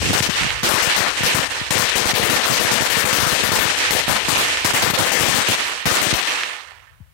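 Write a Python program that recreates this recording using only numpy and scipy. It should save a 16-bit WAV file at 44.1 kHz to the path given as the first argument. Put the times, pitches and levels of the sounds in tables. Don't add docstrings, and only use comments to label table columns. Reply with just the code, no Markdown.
import sys
import numpy as np
from scipy import signal
from scipy.io import wavfile
from scipy.ndimage import uniform_filter1d

SR = 44100
rng = np.random.default_rng(int(sys.argv[2]) if len(sys.argv) > 2 else 0)


def boost(x):
    u = np.asarray(x, float) / 20
    return 10 ** u


def master(y):
    cut = np.clip(np.atleast_2d(y).T, -1, 1)
    pcm = np.round(cut * 32767)
    wavfile.write(sys.argv[1], SR, pcm.astype(np.int16))


N = 314433
STEP = 16


def spikes(times_s, heights):
    out = np.zeros(N)
    places = np.round(np.asarray(times_s) * SR).astype(int).clip(0, N - 1)
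    np.add.at(out, places, heights)
    return out


def coarse(times_s, heights):
    return np.add.reduceat(spikes(times_s, heights), np.arange(0, N, STEP))


def fine(envelope):
    held = np.repeat(envelope, STEP, axis=-1)[..., :N]
    return uniform_filter1d(held, size=STEP, axis=-1)


def drift(rate_hz):
    knots = rng.standard_normal(int(N / SR * rate_hz) + 2)
    return np.interp(np.arange(0, N, STEP) / SR * rate_hz, np.arange(len(knots)), knots)


def at_hz(points, hz):
    points_hz, values = np.transpose(points)
    return np.interp(np.log(hz), np.log(points_hz), values)


def dying(power, t60_s):
    keep = boost(-120 * STEP / (t60_s * SR))
    return signal.lfilter([1], [1, -keep], power + 1e-18)


def band(x, kind, hz, order=2):
    return signal.sosfilt(signal.butter(order, hz, kind, fs=SR, output="sos"), x)


def peak(x, hz, width_hz, db):
    r = np.exp(-np.pi * width_hz / SR)
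    numerator = np.array([1, 0, -1]) * (1 - r * r) / 2
    denominator = [1, -2 * r * np.cos(2 * np.pi * hz / SR), r * r]
    return x + (boost(db) - 1) * signal.lfilter(numerator, denominator, x)


# start in seconds, strength in dB, share of yard echo in dB, right
# capsule shut in seconds, then relapse in seconds.
CRACK_ROWS = [(0.0198, -52.0, -13, 0.0, 0.023), (0.1316, -22.5, 23, 0.0061, 0.024),
              (0.1514, -19.5, 1.5, 0.053, 0.0082), (0.2036, -23, -7, 0.041, 0.037),
              (0.2249, -36, -24.0, 0.038, 0.1), (0.632, -27, 22, 0.0083, 0.0),
              (0.6894, -6, 6, 0.11, 0.035), (0.8219, -12.5, -5, 0.075, 0.006),
              (0.963, -5, 0.5, 0.11, 0.1), (1.2342, -18, 9, 0.033, 0), (1.3462, -15, 5, 0.083, 0.081),
              (1.707, -8, 11, 0.091, 0.0015), (1.7794, -10, -9, 0.11, 0.078),
              (1.9559, -14, 6, 0.099, 0.048), (2.0536, -22.5, 15, 0.032, 0.0012),
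              (2.0995, -30.0, 12, 0.0018, 0.056), (2.1519, -13.0, -1, 0.073, 0.029),
              (2.2297, -16, -2.0, 0.07, 0.018), (2.2994, -4, 4, 0.062, 0.078),
              (2.4586, -18.0, -12.5, 0.054, 0.018), (2.5086, -12.0, -7.5, 0.061, 0.034),
                 (2.599, -12, 3.0, 0.081, 0.0078), (2.7149, -9.5, 7.5, 0.095, 0.043),
                 (2.8099, -20, 0.0, 0.051, 0.051), (2.902, -5, -10, 0.083, 0.03),
                 (2.9723, -9, -4, 0.084, 0.038), (3.0426, -12, -23, 0.034, 0.012),
                 (3.0593, -15.5, -5.0, 0.07, 0.018), (3.1291, -9, -13.0, 0.061, 0.03),
                 (3.1858, -27, 2, 0.024, 0.024), (3.2, -14.5, -6.0, 0.075, 0.0043),
                 (3.2694, -15, 0.0, 0.062, 0.025), (3.3175, -20.5, 18.5, 0.081, 0.045),
                 (3.436, -16, -4.0, 0.083, 0.03), (3.5183, -11, -7, 0.041, 0.038),
                 (3.5902, -6.5, 7, 0.11, 0.077), (3.908, -8, 2.0, 0.08, 0.082),
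                 (4.081, -8.5, 2, 0.076, 0.093), (4.2834, -18.5, 14.5, 0.069, 0.006),
              (4.3717, -25, 14.5, 0.011, 0.019), (4.6465, -15.5, 8.0, 0.0025, 0.053),
               (4.736, -22, -6.0, 0, 0), (4.822, -11, -21.5, 0, 0.088), (4.901, -4, -12.0, 0.078, 0.00076),
               (4.9846, -11, 9, 0, 0.1), (5.049, -27, 3, 0.015, 0.065), (5.119, 2, -37, 0.088, 0.000071),
               (5.1984, 0, 4.5, 0.062, 0.012), (5.2344, -21, -1, 0.061, 0), (5.28, -16, -32, 0.11, 0.034),
               (5.348, -12.5, -25, 0.0694, 0.055), (5.4858, -18.5, 7, 0.028, 0.017),
               (5.8559, -15, -16, 0.0067, 0.05), (5.914, -16.5, 3.0, 0.043, 0.0),
               (6.0155, -16, 16.5, 0.092, 0.032), (6.1397, -26, 8, 0.046, 0.091)]
CRACKS = CRACK_ROWS
CRACKS_S = np.array(CRACKS)[:, 0]
# frequency in Hz, density in dB per Hz.
WALL_DB = [(88, -30), (150, -2.5), (398, -3.5), (484, -2), (578, -1.5), (1790, -2), (2180, -2.5),
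           (9820, -10), (14800, -20.5), (16000, -1)]
YARD_DB = [(88, -64), (150, -13.5), (414, -8.5), (504, -14), (1240, -13), (2500, -7.5), (4320, -12),
           (8730, -18), (11900, -32), (16000, -40)]
# frequency in Hz, time to fall 60 dB in seconds.
WALL_T60_S = [(200, 0.2), (2000, 0.27), (8000, 0.19), (15000, 0.13)]
YARD_T60_S = [(200, 0.39), (1000, 0.82), (2500, 0.67), (5000, 0.57), (9000, 0.64), (15000, 0.66)]
YARD_SIDE_DB = [4, 1]
YARD_SIDE_LENGTH = [0.74, 1.148]
# lag in seconds, level in dB.
HOUSES = [
    (0.103, -14.5),
    (0.198, -9.5),
    (0.359, -30.5),
]
# frequency in Hz, width in Hz, boost in dB.
WINDOW_WELL = [(494, 22, 6), (980, 94, 1), (1799, 30, 5.5)]
CEILING_DB = [-14.5, -17.5]


def house_answers(far_power, hz):
    air_db_per_s_khz, bass_cut_hz = 13, 1200
    total = 0
    for lag_s, db in HOUSES:
        answer = coarse(CRACKS_S + lag_s, far_power * boost(db))
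        total = total + answer * boost(-air_db_per_s_khz * lag_s * hz / 1000)
    return total / (1 + (bass_cut_hz / hz) ** 2)


def wall_echo(power, hz):
    hold_s = 0.028
    ends = coarse(CRACKS_S + hold_s, power)
    held = np.cumsum(coarse(CRACKS_S, power) - ends).clip(0)
    return held + dying(ends, at_hz(WALL_T60_S, hz))


def yard_echo(power, hz):
    t60_s = at_hz(YARD_T60_S, hz)
    sides = [dying(dying(power, t60_s * long), t60_s * long) for long in YARD_SIDE_LENGTH]
    return np.array(sides) * STEP / (t60_s * SR) * 30


def roar():
    strength_db, far_db = np.transpose(CRACKS)[1:3]
    white = rng.standard_normal((2, 2, N))
    edges_hz = 140 * 2 ** np.arange(0, 7.1, .5)
    colour_db = 1.37 * rng.standard_normal((len(CRACKS), len(edges_hz)))
    far_power = boost(2 * (strength_db + far_db))
    open_yard = coarse(CRACKS_S, far_power) + coarse([0], boost(-19.0))
    out, total_power = 0, 1e-12
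    for k, (low, high) in enumerate(zip(edges_hz, edges_hz[1:])):
        hz = np.sqrt(low * high)
        wall = wall_echo(boost(2 * (strength_db + colour_db[:, k])), hz)
        yard = yard_echo(open_yard + house_answers(far_power, hz), hz)
        wall_gain = boost(2 * (at_hz(WALL_DB, hz) + 20.5))
        yard_gain = boost(2 * (at_hz(YARD_DB, hz) + 5.5 + np.c_[YARD_SIDE_DB]))
        power = wall_gain * wall + yard_gain * yard
        envelope = fine(np.sqrt(power) * boost(1.34 * drift(30)))
        out = out + envelope * band(white[k % 2], "band", [low, high])
        total_power = total_power + power * (high - low) * 2 / SR
    for hz, width_hz, db in WINDOW_WELL:
        out = peak(out, hz, width_hz, db)
    squeeze = (1 + (total_power / boost(2 * np.c_[CEILING_DB])) ** 0.85) ** -.55
    grain = boost(3.76 * uniform_filter1d(rng.standard_normal(total_power.shape), size=4))
    return 0.56 * np.tanh(out * fine(squeeze * grain) / .5)


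def fronts():
    n_wave = -np.linspace(1, -1, 40)
    shocks = np.convolve(spikes(CRACKS_S, 0.39), n_wave)[:N]
    return boost(-7.0) * band(shocks, "low", 7000)


REBOUNDS_S = [.206, 0.7385, 0.872, 1.0057, 1.391, 1.756, 2.197, 2.4999, 2.522, 2.6496, 2.9695, 3.1288,
              3.226, 3.328, 3.491, 3.5337, 3.6542, 3.9513, 4.1149, 4.327, 4.8755, 4.9353, 4.9922, 5.02,
              5.2095, 5.293, 5.3855, 5.4992, 5.872, 6.068]
LEAK = (-13, .004, 0.02)
GASP = (-.3, 0.0065, 0.029)
RECOVERY = (0.95, 0.04, 0.015)
POP = (-14, 0.0086, 0.0089)


def openings():
    gasp_hold_s = 0.012
    rows = [(s, s, *POP) for s in REBOUNDS_S]
    next_s = [*CRACKS_S[1:], N / SR]
    for (s, _, _, shut_s, relapse_s), until in zip(CRACKS, next_s):
        gasp = s + shut_s
        back = gasp + relapse_s
        stages = [(s, s, LEAK), (gasp, gasp + gasp_hold_s, GASP), (back, until, RECOVERY)]
        for start, end, (db, rise_s, fall_s) in stages:
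            missed_db = 40 * max(start - until, 0) / rise_s
            rows.append((min(start, until), min(end, until), db - missed_db, rise_s, fall_s))
    return rows


def chokes(rows, t):
    sink_db_per_s, release_db_per_s = 700, 4997
    out = np.zeros(len(t))
    for s, held_s, db in rows:
        before_db = sink_db_per_s * (s - t)
        after_db = release_db_per_s * (t - s - held_s)
        out = np.minimum(out, db + np.maximum(0, np.maximum(before_db, after_db)))
    return out


# start in seconds, held in seconds, gain in dB.
LEFT_CHOKE = [(0.212, 0.0096, -11), (0.277, 0.017, -8), (1.48, 0.035, -4.5), (2.133, 0.0051, -9.5),
              (3.048, 0.0028, -8), (3.989, 0.0051, 4), (4.06, 0.026, -5), (4.725, 0.0069, -12),
              (4.924, 0.011, -10.5), (4.98, 0.0048, -13), (6.128, 0.0086, -7)]
# start in seconds, held in seconds, gain in dB.
RIGHT_CHOKE = [
    (.94, 0.011, -3),
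    (4.742, 0.0024, -16),
    (5.57, 0.0092, -15),
]


def capsule_gain():
    t = np.arange(0, N, STEP) / SR
    right_db = np.full(len(t), -78.)
    for start, end, db, rise_s, fall_s in openings():
        away = np.maximum(0, np.maximum((start - t) / rise_s, (t - end) / fall_s))
        right_db = np.maximum(right_db, db - 40 * away)
    gain_db = np.array([chokes(LEFT_CHOKE, t), right_db + chokes(RIGHT_CHOKE, t)])
    return fine(boost(gain_db))


SLAMS_S = [0.1328, 0.1508, 0.6328, 1.2347, 1.3467, 1.7073, 1.796, 2.056, 2.2936, 2.332, 2.511, 2.8063,
           2.8218, 3.0423, 3.1854, 3.2658, 3.5177, 3.589, 4.081, 4.0978, 4.6485, 4.8314, 4.9018, 5.0046,
           5.2346, 5.283, 5.3437, 5.8564, 5.9154, 6.139]
# start in seconds, length in seconds, step height.
FLUTTERS = [
    (0.049, .082, 0.42),
    (0.406, .062, 0.33),
    (1.764, .02, 0.18),
    (1.833, .006, 0.22),
    (2.01, .006, 0.2),
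    (2.767, .012, .12),
]


def right_shoves():
    gap_s = .011
    out = spikes(SLAMS_S, -0.44) + spikes(REBOUNDS_S, 0.44)
    turn = np.arange(12)
    for s, length_s, height in FLUTTERS:
        ages_s = gap_s * (turn + 0.42 * rng.random(len(turn)))
        pushes = height * (-1.) ** (turn // 2) * (ages_s < length_s)
        out = out + band(spikes(s + ages_s, pushes), "low", 450)
    return out


# start in seconds, step height.
LEFT_SHOVES = [(0.0303, -0.49), (0.0956, -0.43), (0.103, -0.66), (0.107, -0.79), (0.206, 0.44),
               (0.2895, 0.48), (0.2946, 0.47), (0.297, -0.29), (0.6351, 0.3), (1.207, -0.38),
               (1.3468, -0.31), (1.6143, -0.27), (1.709, 0.17), (2.1343, -0.46), (2.2367, 0.38),
               (2.717, -0.52), (2.7217, -0.19), (2.7333, -0.3), (3.232, -0.35), (3.272, -0.29),
               (3.4354, -0.56), (3.4422, 0.17), (4.2852, -0.4), (4.291, -0.34), (4.649, -0.35),
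               (4.739, 0.28), (4.8383, 0.38), (5.4892, 0.51), (5.859, 0.47), (6.128, 0.77)]


def shoves():
    left = np.cumsum(spikes(*np.transpose(LEFT_SHOVES)))
    right = np.cumsum(right_shoves())
    steps = np.array([band(left, "low", 700, order=1), band(right, "low", 2000, order=1)])
    sag_heights = rng.standard_normal((2, len(CRACKS)))
    sags = np.array([np.cumsum(spikes(CRACKS_S, side)) for side in sag_heights])
    thumps = boost(np.c_[[1.5, .5]]) * band(steps, "high", 97, order=5)
    deep = band(band(sags, "high", 51, order=4), "low", 220)
    return thumps + boost(np.c_[[-23, -19.5]]) * deep


# start in seconds, left height, right height.
SCRAPS = [
    (.2036, .2, .6),
    (.4338, .3, .6),
    (.5052, .35, .62),
    (4.5725, .3, .45),
    (6.4345, .45, .5),
]


def scraps():
    s, *heights = np.transpose(SCRAPS)
    clicks = np.array([spikes(s, side) for side in heights])
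    return boost(23.5) * band(clicks, "band", [1500, 3400])


# time in seconds, level in dB.
WIND = [(0, -31), (.15, -49), (.3, -46), (.55, -43.5), (.7, -55.5), (4.4, -51), (6.4, -67), (6.6, -71),
        (6.8, -63.5), (6.87, -66), (7.13, -61)]


def background():
    t = np.arange(N) / SR
    s, db = np.transpose(WIND)
    rumble = band(rng.standard_normal((2, N)), "band", [45, 120], order=3)
    wind = boost(np.interp(t, s, db) + 32.5) * rumble
    age = (t - 7.002).clip(0) / .012
    falling_tone = np.sin(2 * np.pi * (0.74 * age - 2.0 * np.exp(-age)))
    bump = boost(-22.5) * age * np.exp(-age) * falling_tone
    knock = band(spikes([6.717], boost(-2)), "band", [550, 950])
    return wind * boost(np.c_[[3, -5]]) + (bump + knock) * boost(np.c_[[0, -15]])


def hiss():
    white = rng.standard_normal((2, N))
    return boost(-62.5) * band(white, "high", 250) + boost(-60.0) * band(white, "band", [300, 3500])


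def scene():
    through_capsules = (roar() + fronts() + hiss()) * capsule_gain()
    return through_capsules + shoves() + scraps() + background()


def roll_off(x):
    return signal.sosfilt(signal.butter(12, 16830, fs=SR, output="sos"), x)


def record(dry):
    rounded = .75 * np.tanh(dry / .75)
    top_cut = signal.cheby2(18, 45, 16100, fs=SR, output="sos")
    return roll_off(signal.sosfilt(top_cut, rounded))


dry = scene()
out = record(dry)
master(out)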